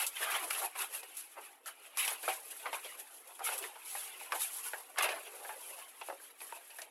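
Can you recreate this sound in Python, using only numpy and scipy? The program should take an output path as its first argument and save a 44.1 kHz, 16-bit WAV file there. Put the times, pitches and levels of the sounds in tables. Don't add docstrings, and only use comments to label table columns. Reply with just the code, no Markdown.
import sys
import numpy as np
from scipy import signal
from scipy.fft import rfft, irfft, next_fast_len
from scipy.io import wavfile
from scipy.ndimage import uniform_filter1d, map_coordinates

SR = 44100
rng = np.random.default_rng(int(sys.argv[2]) if len(sys.argv) > 2 else 0)


def put_to_file(sound):
    columns = np.atleast_2d(sound).T
    safe = np.clip(columns, -1, 1)
    whole_steps = np.round(safe * 32767)
    wavfile.write(sys.argv[1], SR, whole_steps.astype(np.int16))


N = 304642

# peak time, rise and nominal fall in seconds, then hiss
# level, rumble level, tautness (upper over lower rumble) and rustle level in dB.
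HAND_STROKES = [(0.021, 0.15, 0.1, -35, -48.5, 3.5, -37.5), (0.17, 0.038, 0.11, -52, -64, 8, -43.5),
                (0.23, 0.11, 0.13, -40.5, -46.5, 21, -38.5), (0.27, 0.094, .1, -45, -42, 15, -50),
                (0.31, 0.073, 0.14, -41, -39, 19, -42), (0.364, 0.16, 0.1, -43.5, -39.5, 12, -38),
                (0.444, 0.12, 0.06, -41.5, -45.5, 1, -47.5), (0.54, 0.14, 0.2, -41.5, -48.5, 9, -47.5),
                (0.59, 0.087, .1, -40, -53, 3, -46), (0.646, .15, 0.088, -40.5, -44.5, 3, -46),
                (0.812, 0.076, 0.13, -36.5, -43, 11, -44), (0.951, 0.085, 0.15, -41, -53.5, 5, -50.5),
                (1.035, .03, 0.064, -55, -57, 2, -61), (1.19, 0.068, 0.14, -43, -59.5, 14, -61),
                (1.33, .06, 0.066, -54.5, -70, 7, -62), (1.387, 0.044, 0.073, -72, -46, -7, -62),
                (1.45, 0.16, 0.24, -56, -65.5, 5, -59), (1.679, 0.038, 0.081, -47.5, -53.5, 3, -46.5),
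                (1.87, 0.22, .1, -57.5, -71, 0, -60), (2.005, 0.055, 0.16, -35, -54, 21, -36.5),
                (2.05, 0.044, 0.12, -42.5, -58, 14, -49), (2.11, 0.18, 0.13, -40, -47, 5, -43.5),
                (2.235, 0.017, 0.17, -44, -53, -6, -48), (2.315, 0.16, 0.15, -41, -50.5, 13, -47.5),
                (2.52, 0.053, 0.047, -42.5, -69, 11, -57.5), (2.601, 0.029, 0.12, -54, -63, 4, -53),
                (2.68, 0.077, 0.078, -66, -44, -5, -54), (2.754, 0.065, 0.11, -42.5, -48, 11, -50),
                (2.85, .05, 0.32, -50.5, -61, 15, -53.5), (3.0, 0.033, 0.062, -47, -61, -3, -58),
                (3.16, 0.18, 0.12, -55, -78, 1, -72), (3.29, 0.072, 0.28, -59, -68, 0, -63.5),
                (3.466, 0.063, 0.12, -40, -58, -10, -40), (3.533, 0.15, 0.12, -40.5, -45, -3, -46),
                (3.65, 0.17, 0.13, -45.5, -50.5, -3, -50), (3.9, 0.14, 0.23, -45.5, -72, 14, -54),
                (3.985, 0.11, 0.38, -45, -59, 5, -52.5), (4.08, 0.088, 0.088, -49, -64, 0, -56),
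                (4.21, 0.078, .2, -48.5, -61, -11, -56), (4.359, 0.075, 0.071, -41, -41, -1, -50),
                (4.42, 0.072, 0.19, -36, -59, 13, -47.5), (4.6, 0.14, 0.066, -41.5, -56, 14, -66),
                (4.663, 0.057, 0.11, -41, -50.5, 14.5, -52.5), (4.8, 0.4, 0.16, -52.5, -60, 5, -61),
                (4.987, 0.017, 0.097, -55, -37, 2, -30.5), (5.049, 0.058, 0.053, -37.5, -36, -5, -33),
                (5.103, 0.14, 0.2, -48, -41, 5, -43), (5.273, 0.058, 0.048, -72, -52.5, -20, -48),
                (5.48, 0.48, 0.8, -58, -58, -11, -59), (5.713, 0.12, 0.084, -50, -58, -17, -57.5),
                (5.79, 0.054, 0.25, -52, -59.5, -7, -55.5), (6.079, 0.18, 0.19, -55, -69, -8, -55.5),
                (6.23, 0.087, 0.27, -55.5, -68, -17, -62), (6.42, 0.064, .3, -50, -59, -2.5, -64),
                (6.565, 0.23, 0.056, -52, -59, 0, -57), (6.83, 0.71, 0.098, -54.5, -67, -7, -62)]
# time in seconds, hiss, rumble and rustle levels in dB.
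HANDLING_BED = [(0.0, -55, -57, -53), (0.13, -52.5, -64, -57), (0.45, -47.5, -53, -57),
                (0.64, -53, -53, -56), (0.71, -60, -67, -63), (1.1, -57, -66, -58.5),
                (1.61, -77.5, -71.5, -73), (1.94, -65, -64.5, -64.5), (2.4, -53.5, -63.5, -62),
                (2.9, -58, -62, -60), (3.36, -60.5, -64.5, -71.5), (3.76, -59, -63.5, -60),
                (4.5, -51, -63, -57), (4.94, -59.5, -64.5, -68), (5.2, -53.5, -57, -63.5),
                (5.7, -54, -63, -62), (6.36, -65, -66.5, -67.5), (6.91, -68, -64, -68)]
# start in seconds, nominal peak in dB, rise and T60 in seconds.
EDGE_FLICKS = [(0.0658, -12, 0.0073, 0.062), (0.299, -30, 0.0041, 0.09), (0.502, -25, 0.0032, 0.066),
               (1.169, -25, 0.004, 0.034), (1.412, -44, 0.004, 0.08), (1.661, -37, 0.0077, 0.18),
               (1.9717, -20.5, 0.0073, 0.12), (2.0787, -26, 0.004, 0.059), (2.2794, -34, 0.0036, 0.083),
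               (2.565, -40, 0.004, 0.06), (2.998, -36, 0.004, 0.05), (3.2735, -37, 0.0031, 0.045),
               (3.35, -41, 0.003, 0.04), (3.442, -24, 0.007, 0.12), (3.5786, -22.5, 0.0044, 0.074),
               (4.4044, -28, 0.0046, 0.066), (4.585, -33, 0.008, 0.08), (4.9835, -28, 0.0032, 0.055),
               (5.024, -15.5, 0.004, 0.047), (6.786, -36, 0.0045, 0.048)]
# start in seconds, hollow ring in Hz and its level in dB, snap in Hz and its level in dB,
# nominal T60 in seconds, crack level in dB.
SHEET_TRANSIENTS = [(0.204, 650, -38, 1320, -41, 0.67, -60), (0.507, 1290, -30, 2410, -28, 0.048, -33.5),
                    (0.548, 760, -44, 2860, -35.5, 0.12, -43), (0.617, 744, -33.5, 1480.0, -46, 0.1, -51),
                    (0.754, 980, -37, 2340, -40.5, 0.18, -66), (0.79, 1360, -40, 1411, -40, 0.14, -34),
                    (0.835, 776, -38, 2610, -51, 0.022, -61), (1.031, 770, -41, 2700, -44, 0.079, -46),
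                    (1.369, 920, -42.5, 1310, -48, 0.18, -69), (1.659, 1340, -44.5, 1600, -47, 0.27, -41),
                    (1.972, 1160, -35, 2500, -43, 0.21, -33), (2.078, 910, -33.5, 2740, -27, 0.043, -32),
                    (2.118, 800, -36.5, 1500, -45, 0.08, -50), (2.279, 860, -22.5, 1300, -30.5, 0.087, -48),
                    (2.285, 790, -28.5, 2450, -30.5, 0.18, -51), (2.657, 1190, -31, 2250, -35.5, 0.14, -65),
                    (2.666, 1260, -32, 2240, -38, 0.077, -60), (2.729, 950, -30.5, 2260, -31.5, 0.1, -79),
                    (2.745, 870, -38, 2460, -30.5, 0.028, -60), (2.846, 510, -45.5, 3300, -41, 0.19, -51),
                    (3.392, 886, -41.5, 1350.0, -43.5, 0.19, -46.5),
                    (3.406, 780, -36, 1340, -56, 0.13, -69), (3.489, 810, -32, 1450, -31, 0.055, -48),
                    (3.525, 864, -32, 1530, -46, 0.065, -47), (3.626, 507, -58, 2840, -38, 0.11, -51),
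                    (3.639, 900, -49, 1890, -34.5, 0.054, -53), (3.756, 890, -43.5, 2380.0, -49, 0.1, -61),
                    (3.951, 805, -32.5, 1680, -36, 0.12, -60), (4.21, 790, -42.5, 2420, -42.5, 0.12, -62),
                    (4.321, 1110, -23.5, 2260, -29, 0.07, -32.5),
                    (4.329, 1140, -30.5, 1500, -36, 0.11, -45), (4.734, 766, -32, 1670, -29, 0.085, -60),
                    (4.96, 1130, -41, 1430, -61, 0.08, -75), (4.973, 1110.0, -34, 2840.0, -42, 0.12, -62),
                    (4.985, 700, -35, 1580, -26.5, 0.1, -23.5), (5.009, 1170, -23.5, 2520, -32, 0.062, -45),
                    (5.03, 1130, -25.5, 2320, -36, 0.05, -31), (5.043, 640, -38, 2200, -27, 0.04, -41),
                    (5.089, 580, -31, 2570, -29.5, 0.084, -49), (5.119, 764, -52, 1550, -37, 0.094, -42),
                    (5.449, 510, -46, 1660, -39, 0.098, -59), (5.491, 866, -35, 1740, -40.5, 0.16, -61),
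                    (5.78, 900, -46.5, 2260.0, -60, 0.1, -52), (6.013, 786, -37.5, 2600, -37.5, 0.11, -106),
                    (6.086, 546, -29.5, 1610.0, -48, 0.064, -62), (6.1, 820, -32, 1620, -54, 0.076, -55),
                    (6.125, 540, -33.5, 1390, -56, 0.041, -52), (6.197, 474, -58, 1610, -49, 0.11, -63),
                    (6.405, 920, -53, 2480, -45, 0.028, -48),
                    (6.415, 1000.0, -43.5, 2460, -41.5, 0.05, -67),
                    (6.524, 936, -32.5, 2010, -37, 0.033, -75), (6.704, 754, -62, 2500, -47, 0.14, -50),
                    (6.786, 670, -46.5, 1810, -39.5, 0.15, -45), (6.818, 646, -49, 2500, -43, 0.13, -35)]
# frequency in Hz, relative spectral density in dB.
HISS_SPECTRUM = [(1500, -32.5), (3000, 2.5), (5000, -0.5), (8000, 0.5), (12000, -3.5), (14000, -6.5),
                 (15900, -9)]
RUMBLE_SPECTRUM = [(20, -26), (250, -8.5), (400, -1), (600, -2), (800, 4), (1200, 0), (1600, -5),
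                   (2200, -7.5), (4000, -41)]
RUSTLE_SPECTRUM = [(700, -23.5), (1300, -2), (1900, -2.5), (2600, 3), (3500, -5), (5000, -15.5),
                   (8000, -34)]
ROOM_TONE_SPECTRUM = [(20, -6), (150, 4.5), (280, 18), (400, 0), (700, -16), (1600, -31), (3000, -23),
                      (5500, -31), (16000, -27.5)]
# frequency in Hz, T60 in seconds.
ROOM_DECAY = [(200, 0.4), (1000, 0.12), (4000, 0.051), (12000, 0.082)]

SWELL_DB, ROUNDNESS = 27.5, 1.255
SLACK_DB = -1.5
EDGE_DB, EDGE_T60_S = -5.5, 0.011
PORT_HZ, PORT_DAMPING, BAND_LIMIT_HZ = 11100, 0.099, 15830


def sliding_pages():
    level, _ = stroke_envelope(np.transpose(HAND_STROKES)[3], curves(HANDLING_BED)[0], fall_scale=0.75)
    level *= amp(1.38 * wobble(30) + 1.5 * wobble(90))
    t = np.arange(SR // 4) / SR
    crest = 3.5
    for start, db, rise, t60 in EDGE_FLICKS:
        swell = amp(db - 60 * t / t60) * (1 - np.exp(-t / rise))
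        click = amp(db + EDGE_DB - 60 * t / EDGE_T60_S)
        add_at(level, start, (swell + click) / crest)
    return level * friction(HISS_SPECTRUM, grain_db=0.0, patchy_db=2.0, frame=230)


def bending_sheets():
    *_, rumble_db, _, rustle_db = np.transpose(HAND_STROKES)
    _, rumble_bed_db, rustle_bed_db = curves(HANDLING_BED)
    rumble_level, taut_db = stroke_envelope(rumble_db, rumble_bed_db, fall_scale=0.72)
    rustle_level, _ = stroke_envelope(rustle_db, rustle_bed_db, fall_scale=0.82)
    jerks = amp(0.51 * wobble(25) + 0.91 * wobble(80))
    rumble = friction(RUMBLE_SPECTRUM, grain_db=1.5, patchy_db=4.5, frame=1024)
    upper = filtered(rumble, lambda f: 1 / (1 + (850 / (f + 1)) ** 6))
    taut = amp(taut_db)
    rumble = (unit(rumble - upper) + taut * unit(upper)) / np.sqrt(1 + taut ** 2)
    rustle = friction(RUSTLE_SPECTRUM, grain_db=-1.0, patchy_db=4.5, frame=580)
    ticks = crinkles(rustle_level, per_second=81, hz=1700, decay_cycles=0.61, scatter_db=5.0)
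    return jerks * (rumble_level * rumble + rustle_level * rustle) + amp(-3.0) * ticks


def stroke_envelope(stroke_db, bed_db, fall_scale):
    t = np.arange(N) / SR
    power = amp(2 * bed_db)
    weighted_taut = power * SLACK_DB
    for (peak_s, rise, fall, *_, taut_db, _), db in zip(HAND_STROKES, stroke_db):
        near = slice(max(round(peak_s * SR) - SR, 0), round(peak_s * SR) + SR)
        away = np.maximum((peak_s - t[near]) / rise, (t[near] - peak_s) / (fall_scale * fall))
        stroke_power = amp(2 * (db - SWELL_DB * away ** ROUNDNESS))
        power[near] += stroke_power
        weighted_taut[near] += stroke_power * taut_db
    return np.sqrt(power), weighted_taut / power


def friction(spectrum, grain_db, patchy_db, frame):
    grains = rng.standard_normal(N) * amp(grain_db * wobble(900))
    spectrogram = signal.stft(grains, nperseg=frame)[2]
    patches = uniform_filter1d(rng.standard_normal(spectrogram.shape), 3, axis=0)
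    patches = uniform_filter1d(patches, 4, axis=1)
    patchy = signal.istft(spectrogram * amp(patchy_db * unit(patches)), nperseg=frame)[1][:N]
    rub = filtered(patchy, lambda f: amp(along(spectrum, f)))
    return rub / np.std(filtered(rub, microphone_port))


def sheet_transients():
    rings, cracks = np.zeros(N), np.zeros(N)
    t = np.arange(SR // 6) / SR
    puff = t / 0.0022 * np.exp(1 - t / 0.0012)
    for start, hollow_hz, hollow_db, snap_hz, snap_db, t60, crack_db in SHEET_TRANSIENTS:
        hollow = ring(t, hollow_hz, 0.7 * t60, q=17, shoulder_db=-8.5, crumple_db=-17) + amp(-11.5) * puff
        snap = ring(t, snap_hz, 0.75 * t60, q=9, shoulder_db=-15.5, crumple_db=-16.5)
        add_at(rings, start, amp(hollow_db) * hollow + amp(snap_db) * snap)
        add_at(cracks, start, amp(crack_db - 60 * t / 0.033) * rng.standard_normal(len(t)))
    return rings + filtered(cracks, lambda f: resonance(f, 4900, 3130) ** 2)


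def ring(t, hz, decay_s, q, shoulder_db, crumple_db):
    crumple = amp(-60 * (t / decay_s) ** 1.02) + 0.12 * amp(-25 * t / decay_s)
    drive = amp(crumple_db) * crumple * rng.standard_normal(len(t))
    drive[0] += 1
    body = filtered(drive, lambda f: resonance(f, hz, hz / q) * resonance(f, hz, hz)
                    + amp(shoulder_db) * resonance(f, 0.93 * hz, 1.5 * hz) ** 3)
    body = filtered(body, lambda f: 1 / (1 + 1j * f / (5 * hz)) ** 2)
    return body / np.max(np.abs(body))


def crinkles(level, per_second, hz, decay_cycles, scatter_db):
    when, tuning, strength = np.hsplit(rng.random((int(per_second * N / SR), 3)), 3)
    age = np.arange(400)
    start = (when * (N - len(age))).astype(int)
    pitch = hz * np.exp(1.24 * (tuning - .5))
    size = level[start] * amp(-scatter_db * np.log(strength + .06))
    cycles = pitch * age / SR
    ticks = size * np.exp(-cycles / decay_cycles) * np.sin(2 * np.pi * cycles)
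    return np.bincount((start + age).ravel(), ticks.ravel(), N)


def reverberation(x):
    out, step = np.zeros(N), SR // 4
    for start in range(0, N, step):
        hz, t, noise = signal.stft(rng.standard_normal(SR // 3), SR, nperseg=256)
        decay = amp(-60 * t / along(ROOM_DECAY, hz)[:, None])
        tail = signal.istft(noise * decay, SR, nperseg=256)[1]
        wet = signal.fftconvolve(x[start:start + step], tail / np.linalg.norm(tail))
        add_at(out, (start + SR // 200) / SR, wet)
    return out


def room_tone():
    noise = filtered(rng.standard_normal(N), lambda f: amp(along(ROOM_TONE_SPECTRUM, f)))
    return amp(-68.5) * unit(noise)


def microphone_port(f):
    return 1 / (1 - (f / PORT_HZ) ** 2 + 1j * f / PORT_HZ * PORT_DAMPING)


def resonance(f, hz, width_hz):
    return 1j * f * width_hz / (hz * hz - f * f + 1j * f * width_hz)


def filtered(x, response):
    size = next_fast_len(len(x) + SR // 10)
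    return irfft(rfft(x, size) * response(np.fft.rfftfreq(size, 1 / SR)), size)[:len(x)]


def add_at(track, start_s, sound):
    span = track[round(start_s * SR):][:len(sound)]
    span += sound[:len(span)]


def amp(db):
    return 10 ** (np.asarray(db) / 20)


def unit(x):
    return x / np.sqrt(np.mean(x ** 2) + 1e-20)


def along(points, hz):
    f, values = np.transpose(points)
    return np.interp(np.log(hz + 1), np.log(f + 1), values)


def curves(rows):
    times, *columns = np.transpose(rows)
    return [np.interp(np.arange(N) / SR, times, column) for column in columns]


def wobble(rate):
    return map_coordinates(rng.standard_normal(int(N * rate / SR) + 4), [np.arange(N) * rate / SR])


def scene():
    paper = sliding_pages() + bending_sheets() + sheet_transients()
    return (paper + amp(-14.0) * reverberation(paper) + room_tone())[None]


def record(dry):
    bass_cut = signal.butter(N=6, Wn=370, btype="high", fs=SR, output="sos")
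    thinned = signal.sosfilt(bass_cut, dry[0]) + amp(-33) * dry[0]
    return filtered(filtered(thinned, microphone_port), lambda f: f < BAND_LIMIT_HZ)[None]


dry = scene()
out = record(dry)
put_to_file(out)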